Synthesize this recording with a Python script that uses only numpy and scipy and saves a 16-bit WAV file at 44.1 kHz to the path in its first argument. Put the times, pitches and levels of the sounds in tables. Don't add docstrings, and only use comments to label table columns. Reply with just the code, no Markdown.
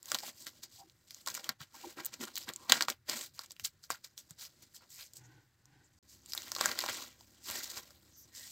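import sys
import numpy as np
from scipy import signal
from scipy.io import wavfile

SR = 44100
rng = np.random.default_rng(int(sys.argv[2]) if len(sys.argv) > 2 else 0)


def unload_wav(signal):
    wavfile.write(
        sys.argv[1],
        SR,
        np.round(np.clip(np.atleast_2d(signal).T, -1, 1) * 32767).astype(np.int16),
    )


def gain_from_db(level_db):
    decades = np.asarray(level_db, float) / 20
    return 10 ** decades


N = 375291
GAP_START_S, GAP_END_S = 5.989, 6.027


def rms_one(x):
    return x / np.sqrt(np.mean(x ** 2) + 1e-20)


def in_time(rows):
    s, *columns = np.transpose(rows)
    return [np.interp(np.arange(N) / SR, s, column) for column in columns]


def drift(rate):
    r = np.exp(-40 * np.pi * rate / SR)
    noise = rng.standard_normal(N // 20 + 2002)
    slow = signal.lfilter([1], [1, -2 * r, r * r], noise)[2000:]
    return np.interp(np.arange(N) / 20, np.arange(len(slow)), rms_one(slow))


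def resonance(x, hz, width):
    r = np.exp(-np.pi * width / SR)
    poles = [1, -2 * r * np.cos(2 * np.pi * hz / SR), r * r]
    return signal.lfilter([(1 - r * r) / 2, 0, (r * r - 1) / 2], poles, x + 1e-18)


def band(x, low_hz, high_hz):
    return signal.sosfilt(signal.butter(2, [low_hz, high_hz], "band", fs=SR, output="sos"), x)


# f/Hz, density level/dB per Hz
AIR_SPECTRUM = [(30, 0.5), (120, -7), (300, -6), (700, -20.5), (1600, -5.5), (6000, -30), (16000, -34)]


def room_tone():
    white = rng.standard_normal((2, N))
    edges = 22 * 2 ** np.arange(0, 9.6, .5)
    hz, level_db = np.transpose(AIR_SPECTRUM)
    centres = edges[:-1] * 2 ** .25
    gains = gain_from_db(np.interp(np.log(centres), np.log(hz), level_db))
    air = sum(g * band(white[k % 2], edges[k], edges[k + 1]) for k, g in enumerate(gains))
    return gain_from_db(-80.5) * rms_one(air)


# f/Hz, level/dB
HUM_LINES = [(69, -77), (102, -78), (205, -83), (262, -83.5), (320, -89.5)]


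def appliance_hum():
    drone = np.zeros(N)
    for hz, db in HUM_LINES:
        level = gain_from_db(db + 3.0 + 0.98 * drift(4.4))
        phase = 2 * np.pi * np.cumsum(hz * (1 + 0.0192 * drift(4.2))) / SR
        drone += level * np.sin(phase)
    return drone * (np.arange(N) > GAP_END_S * SR)


def kitchen(x):
    t60_s, wall_cut_hz = 0.077, 3100
    t = np.arange(round(.25 * SR)) / SR
    decay = gain_from_db(-60 * t / t60_s) * (t > .002)
    echoes = band(rng.standard_normal(len(t)), 67, wall_cut_hz) * decay
    return signal.fftconvolve(x, echoes / np.sqrt(np.sum(echoes ** 2)))[:N]


def rumble():
    low = band(band(rng.standard_normal(N), 70, 160), 45, 180)
    return gain_from_db(-75.5 + 2.0 * drift(7.5)) * rms_one(low)


# t/s, peak level/dB
HAND_THUMPS = [(0.113, -59.5), (0.73, -66), (1.298, -59), (1.488, -63), (1.601, -49), (2.213, -60),
               (2.477, -53.5), (2.718, -77), (2.875, -54), (3.095, -69), (3.615, -54.5), (3.915, -60),
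               (4.051, -71.5), (4.303, -51), (4.62, -61), (6.672, -51), (6.896, -51), (7.497, -55)]


def thumps():
    out, t = np.zeros(N), np.arange(4000) / SR
    for s, peak_db in HAND_THUMPS:
        pulse = rng.standard_normal(len(t)) * t * np.exp(-t / 0.0053)
        thud = band(band(pulse, 83, 190), 49, 180)
        at = round(s * SR)
        out[at:at + len(t)] += gain_from_db(peak_db) * thud / np.abs(thud).max()
    return out


# t/s, level/dB
SLIDE_FRICTION = [
    (4.88, -100),
    (5.02, -97.5),
    (5.12, -101),
    (5.2, -76.5),
    (5.35, -78),
    (5.55, -98),
    (5.75, -77.5),
    (5.9, -86.5),
    (5.99, -97),
]
# f/Hz, bandwidth/Hz, level/dB
DISH_MODES = [(123.3, 12, 7.5), (292, 43, -1.5), (800, 170, -4.5), (1498, 96, -3), (1834, 100, -11),
              (2300, 120, -22.5)]


def dish_slide():
    level_db = in_time(SLIDE_FRICTION)[0] + 3.14 * drift(12.4)
    friction = rng.standard_normal(N) * gain_from_db(level_db)
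    friction[:int(SLIDE_FRICTION[0][0] * SR) + 1] = 0
    friction[round(GAP_START_S * SR):] = 0
    return sum(gain_from_db(db) * np.sqrt(SR / width) * resonance(friction, hz, width) for hz, width, db in DISH_MODES)


# t/s at the middle, length/s, f/Hz, level/dB
COLOURED_BURSTS = [(0.238, 0.014, 800, -45), (0.86, 0.057, 330, -68), (0.813, 0.069, 760, -61),
                   (1.28, 0.035, 1050, -48.5), (1.749, 0.02, 945, -54.5), (1.843, 0.024, 883, -48),
                   (1.863, 0.06, 360, -51.5), (1.992, 0.075, 330, -56.5), (2.223, 0.062, 349, -49),
                   (2.225, 0.079, 237, -47), (2.279, 0.018, 1360, -49), (2.655, 0.24, 1030, -63),
                   (3.134, 0.089, 230, -55.5), (4.806, 0.071, 4500, -74.5), (5.002, 0.18, 2300, -67),
                   (5.254, 0.049, 6570, -68.5), (5.855, 0.05, 7140, -74.5), (4.953, 0.088, 5000, -66),
                   (1.614, 0.02, 1410, -49), (8.194, 0.16, 6030, -64.5), (8.2, 0.092, 13200, -58.5),
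                   (8.41, 0.22, 1900, -63.5)]


def coloured_bursts():
    out, t = np.zeros(N), np.arange(N) / SR
    friction = rng.standard_normal(N) * gain_from_db(1.2 * drift(41))
    for s, length, hz, db in COLOURED_BURSTS:
        near = slice(round((s - 2 * length) * SR), round((s + 2 * length) * SR))
        patch = rms_one(resonance(resonance(friction[near], hz, 0.15 * hz), hz, 0.51 * hz))
        stroke = np.exp(-((t[near] - s) / (0.37 * length)) ** 4)
        out[near] += gain_from_db(db) * patch * stroke
    return out


# t/s, rustle level/dB
REST_RUSTLE = [(0, -71), (.5, -60), (.68, -69), (1.0, -70.5), (1.25, -67), (1.6, -83), (2.1, -63),
               (2.65, -58.5), (3.0, -82.5), (3.4, -67), (3.75, -75.5), (4.6, -67.5), (5.2, -70), (5.6, -79),
               (6.04, -72), (6.3, -63), (7.3, -64), (8.2, -65.5)]
# t/s at full force, hold/s, crackle level/dB, sheet level re crackle/dB
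STRETCH_MOVES = [(0.08, 0.13, -45.5, -8), (0.144, 0.0065, -49.5, 13), (0.236, 0.057, -43, -8.5),
                 (0.377, 0.11, -51, -26), (0.467, 0.0049, -43.5, -5.5), (0.63, 0.0064, -43, -17),
                 (0.721, 0.084, -55, -18), (1.064, 0.038, -74, -14), (1.083, 0.13, -57, -19),
                 (1.276, 0.037, -41.5, -5), (1.341, 0.029, -43.5, -5.5), (1.395, 0.008, -47, -3),
                 (1.435, .03, -52, -1.5), (1.495, 0.0072, -47.5, 7), (1.607, 0.017, -47.5, -3),
                 (1.75, 0.17, -53.5, -5.5), (1.976, 0.029, -49, 4), (2.04, 0.038, -51.5, -4),
                 (2.133, 0.0084, -47, -2.5), (2.21, 0.029, -42, -3), (2.276, 0.0044, -47, 1.5),
                 (2.36, 0.074, -47.5, -16), (2.484, 0.0078, -45.5, 9.5), (2.697, .012, -46.5, 9.5),
                 (2.711, 0.064, -37.5, 0), (2.814, 0.02, -41.5, 1), (2.889, 0.019, -40, 1),
                 (3.095, 0.043, -39, -3), (3.158, 0.064, -40.5, -6.5), (3.199, .056, -42, -14)]
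PAT_MOVES = [(3.342, 0.042, -55.5, -27), (3.38, 0.059, -51.5, -4), (3.5, 0.024, -59, -16),
             (3.605, 0.0029, -51, -12), (3.647, 0.007, -30, -16.5), (3.833, .015, -52.5, -18),
             (3.909, 0.0086, -39.5, 0), (3.919, 0.029, -48, 0), (4.045, 0.0042, -44.5, -10.5),
             (4.177, 0.02, -49.5, -21.5), (4.296, 0.034, -59, -12.5), (4.39, 0.07, -45, -13.5),
             (4.624, .01, -56, -9), (4.744, 0.021, -49.5, -18.5), (4.81, 0.026, -73, 13.5),
             (4.902, 0.15, -50.5, -30), (4.984, 0.039, -48, -6), (5.157, 0.025, -52.5, -42)]
PEEL_MOVES = [(6.09, 0.054, -56.5, -41), (6.29, 0.12, -51, -34), (6.373, .2, -49.5, -4),
              (6.593, 0.097, -37, 0), (6.688, 0.14, -51, 5.5), (6.786, 0.15, -42.5, -5.5),
              (6.888, 0.0083, -33.5, 3), (6.925, 0.11, -44, -4.5), (7.442, 0.071, -48, -36),
              (7.482, 0.11, -42, -4), (7.634, 0.0048, -36, -16), (7.657, 0.13, -47, -6),
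              (7.7, 0.0056, -38.5, -10), (7.771, 0.0042, -39.5, -2.5), (8.353, 0.064, -45, -22),
              (8.432, .09, -49.5, -20)]


def handling():
    t = np.arange(0, N, 20) / SR
    rest_db = in_time(REST_RUSTLE)[0][::20]
    power = gain_from_db(rest_db + np.array([[0], [-10], [-6.5]])) ** 2
    # moves, flapping re sheet/dB, growth of rise and of fall time per second of hold
    kinds = [(STRETCH_MOVES, -9.5, 0.27, 0.12), (PAT_MOVES, -26.5, 0.035, 0.11), (PEEL_MOVES, -11.5, 0.2, 0.64)]
    for moves, flap_db, rise_per_hold, fall_per_hold in kinds:
        for s, hold, db, sheet_db in moves:
            rise_s = .009 + rise_per_hold * hold
            fall_s = 0.028 + fall_per_hold * hold
            away = np.maximum((s - t) / rise_s, (t - s - hold) / fall_s)
            force_db = db - 20 * np.clip(away, 0, 10)
            power += gain_from_db(force_db + np.array([[0], [sheet_db], [sheet_db + flap_db]])) ** 2
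    return [np.interp(np.arange(N), t * SR, db) for db in 10 * np.log10(power)]


# f/Hz, bandwidth/Hz, level/dB
AIR_POCKET = [(230, 140, -3.5), (338.6, 54, -5)]


def air_pocket(busy):
    out = np.zeros(N)
    for hz, width, db in AIR_POCKET:
        push = rng.standard_normal(N) * busy
        out += gain_from_db(db - 7.5) * np.sqrt(SR / width) * resonance(push, hz, width)
    return out


def crinkle():
    crackle_db, sheet_db, flap_db = handling()
    sizes = gain_from_db(3.0 * np.minimum(rng.exponential(1, N), 5)) * rng.choice([-1, 1], N)
    busy = gain_from_db(3.8 * drift(45))
    folds_log_hz = np.log([330, 1380, 5500])
    out = np.zeros(N)
    for hz in np.geomspace(200, 15500, num=20):
        small = np.interp(np.log(hz), folds_log_hz, [0, 0, 1])
        large = np.interp(np.log(hz), folds_log_hz, [1, 0, 0])
        level_db = small * crackle_db + large * flap_db + (1 - small - large) * sheet_db
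        clicks_per_s = 700 * (hz / 3000) ** .7 * busy
        clicks = np.roll(sizes, int(hz)) * (rng.random(N) < clicks_per_s / SR)
        ring = rms_one(resonance(resonance(clicks, hz, hz / 3.2), hz, hz / 2.3))
        out += ring * gain_from_db(level_db - 13.5 + 1.67 * drift(7.1))
    ticks = sizes * (rng.random(N) < 160 * busy / SR) * gain_from_db(crackle_db - 1)
    return out + band(ticks, 560, 16000) + gain_from_db(flap_db - 5.5) * air_pocket(busy)


# t/s, peak level/dB, ring f/Hz, body level re peak/dB
STRETCH_FLIPS = [(.029, -33.5, 7920, -21), (0.0573, -28, 6540, -21), (0.1176, -12.5, 3950, -5.5),
                 (.1459, -12.5, 4530, -18), (.15, -18.5, 4100, -2.5), (0.16, -28, 4570, -12),
                 (.187, -21.5, 5260, -23), (0.4681, -27, 4240, -7), (0.8975, -54.5, 5500, 9),
                 (1.1075, -32.5, 5000, -32), (1.1456, -31, 7000, -30), (1.262, -25.5, 5600, -23),
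                 (1.274, -16, 5300, -6), (1.285, -20.5, 7450, -11), (1.3014, -25, 6150, -29),
                 (1.343, -23, 7450, -28), (1.3501, -20.5, 7060, -4.5), (1.3762, -36.5, 4950, 9),
                 (1.4433, -31, 5000, 0), (1.4915, -16.5, 4500, -5), (2.0484, -21, 11200, -24),
                 (2.0568, -16.5, 15100, -43), (2.0625, -13, 13340, -34), (2.1397, -31, 6100, -25),
                 (2.252, -31.5, 7670, -19), (2.356, -23.5, 5900, -37), (2.3665, -21, 3640, -41),
                 (2.376, -19.5, 3550, -38), (2.3798, -17, 13500, -38), (2.4899, -23, 3560, -20)]
PRESS_FLIPS = [(2.536, -28.5, 7400, -35), (2.5608, -24, 7244, -27.5), (2.6958, -15.5, 4970, -20),
               (2.6983, -14, 3750, -3), (2.721, 0, 3300, -8.5), (2.7234, -11, 3670, -3),
               (2.8085, -15, 4370, 3.5), (2.823, -12, 4740, -9), (2.884, -34, 5170, 19),
               (2.9007, -13.5, 5000, -26), (3.0902, -26.5, 4760, -8), (3.0964, -14.5, 5640, -16),
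               (3.191, -29, 6800, -26.5), (3.392, -25, 4900, -6.5), (3.419, -40.5, 4560, -23),
               (3.4605, -38, 7400, -28), (3.5077, -32, 5080, -18), (3.518, -31.5, 7450, -40),
               (3.565, -42, 2800, -31.5), (3.597, -27.5, 2900, -27.5), (3.649, -18, 5000, -46),
               (3.6538, -20.5, 5080, -34), (3.8385, -38.5, 4750, -15), (3.9035, -17.5, 7000, -1),
               (3.92, -23.5, 4600, -29), (4.1779, -28, 5560, -32.5), (4.308, -30.5, 7850, -16),
               (5.1349, -36.5, 7600, -29.5), (5.169, -34.5, 7460, -27), (5.6558, -45, 7150, -17.5)]
PEEL_FLIPS = [(6.2599, -34, 7790, -31.5), (6.3212, -25.5, 5060, -34), (6.3343, -18, 5000, -27.5),
              (6.35, -17, 9600, -14.5), (6.377, -19, 3840, -7.5), (6.4198, -32, 5660, -6),
              (6.4813, -31, 3780, -23), (6.5181, -17.5, 5040, -4.5), (6.5507, -22.5, 4520, -41),
              (6.5636, -23.5, 4230, -1.5), (6.6106, -11.5, 3920, -1.5), (6.6579, -11, 6340, -2.5),
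              (6.715, -24, 4350, 0.5), (6.7897, -13.5, 3770, -11), (6.805, -22.5, 5000, -30),
              (6.812, -20, 4070, -16), (6.8233, -24, 3820, -23), (6.839, -30.5, 4500, 7.5),
              (6.8621, -21.5, 3570, -4), (6.881, -27, 3480, -6), (7.209, -42.5, 5000, -7),
              (7.484, -43, 3930, -10), (7.5002, -24, 3020, -10), (7.511, -19.5, 13400, -21),
              (7.458, -36, 5000, -26), (6.585, -29, 4500, 1), (7.906, -43, 5000, -5)]


def snap(hz, body_hz, body_db):
    t = np.arange(2600) / SR
    flip, rag = rng.standard_normal((2, len(t)))
    burst = flip * np.minimum(t / 0.00023, 1) * gain_from_db(-60 * t / 0.0029)
    tail = gain_from_db(-18) * rag * gain_from_db(-60 * t / 0.027)
    drive = burst + tail
    bright = band(drive, .45 * hz, 16000) + 3.5 * resonance(drive, hz, .3 * hz)
    body = resonance(drive, body_hz, .5 * body_hz)
    return bright / np.abs(bright).max() + gain_from_db(body_db) * body / np.abs(body).max()


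def snaps():
    out = np.zeros(N + 2600)
    for folds, sheet_hz in ((STRETCH_FLIPS, 1890), (PRESS_FLIPS, 1300), (PEEL_FLIPS, 1350)):
        for s, peak_db, hz, body_db in folds:
            body_hz = sheet_hz * 2 ** (.4 * rng.standard_normal())
            at = round(s * SR)
            out[at:at + 2600] += gain_from_db(peak_db - 2.8) * snap(hz, body_hz, body_db)
    return out[:N]


# f/Hz, bandwidth/Hz, level/dB, lag/samples
PORT_DIFFERENCES = [(1950, 520, -7, 0.41), (1900, 550, -16, 9.3), (10040, 1000, -8, 9.5),
                    (5000, 9000, -38.5, 3.1), (13500, 2700, -33, 2.7), (45, 120, -30, 3),
                    (5500, 2500, -32.5, 3)]


def scene():
    film = crinkle() + snaps() + coloured_bursts()
    background = room_tone() + appliance_hum() + rumble()
    mid = background + thumps() + dish_slide() + film + gain_from_db(-16) * kitchen(film)
    side = np.zeros(N)
    for hz, width, db, lag in PORT_DIFFERENCES:
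        narrow = resonance(resonance(mid, hz, width), hz, width)
        side += gain_from_db(db) * np.roll(narrow, round(lag))
    low_hiss = rms_one(band(rng.standard_normal(N), 25, 300))
    side += gain_from_db(-103) * (low_hiss + 3.3 * rng.standard_normal(N))
    return np.array([mid + side, mid - side])


def band_limit(x):
    return signal.sosfilt(signal.butter(12, 17150, fs=SR, output="sos"), x)


# f/Hz, bandwidth/Hz, level/dB
MICROPHONE_RESPONSE = [(2500, 550, -2.5), (4500, 1300, 4.5), (7470, 1500, 5.5), (9800, 4200, -12),
                       (16000, 2900, 1.5)]


def record(dry):
    for hz, width, db in MICROPHONE_RESPONSE:
        dry = dry + (gain_from_db(db) - 1) * resonance(dry, hz, width)
    dry = dry + gain_from_db(-86) * rng.standard_normal(N)
    dry = signal.sosfilt(signal.cheby2(12, 60, 16600, fs=SR, output="sos"), dry)
    t = np.arange(N) / SR
    mix = dry * ((t < GAP_START_S) | (t > GAP_END_S))
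    return band_limit(mix)


dry = scene()
out = record(dry)
unload_wav(out)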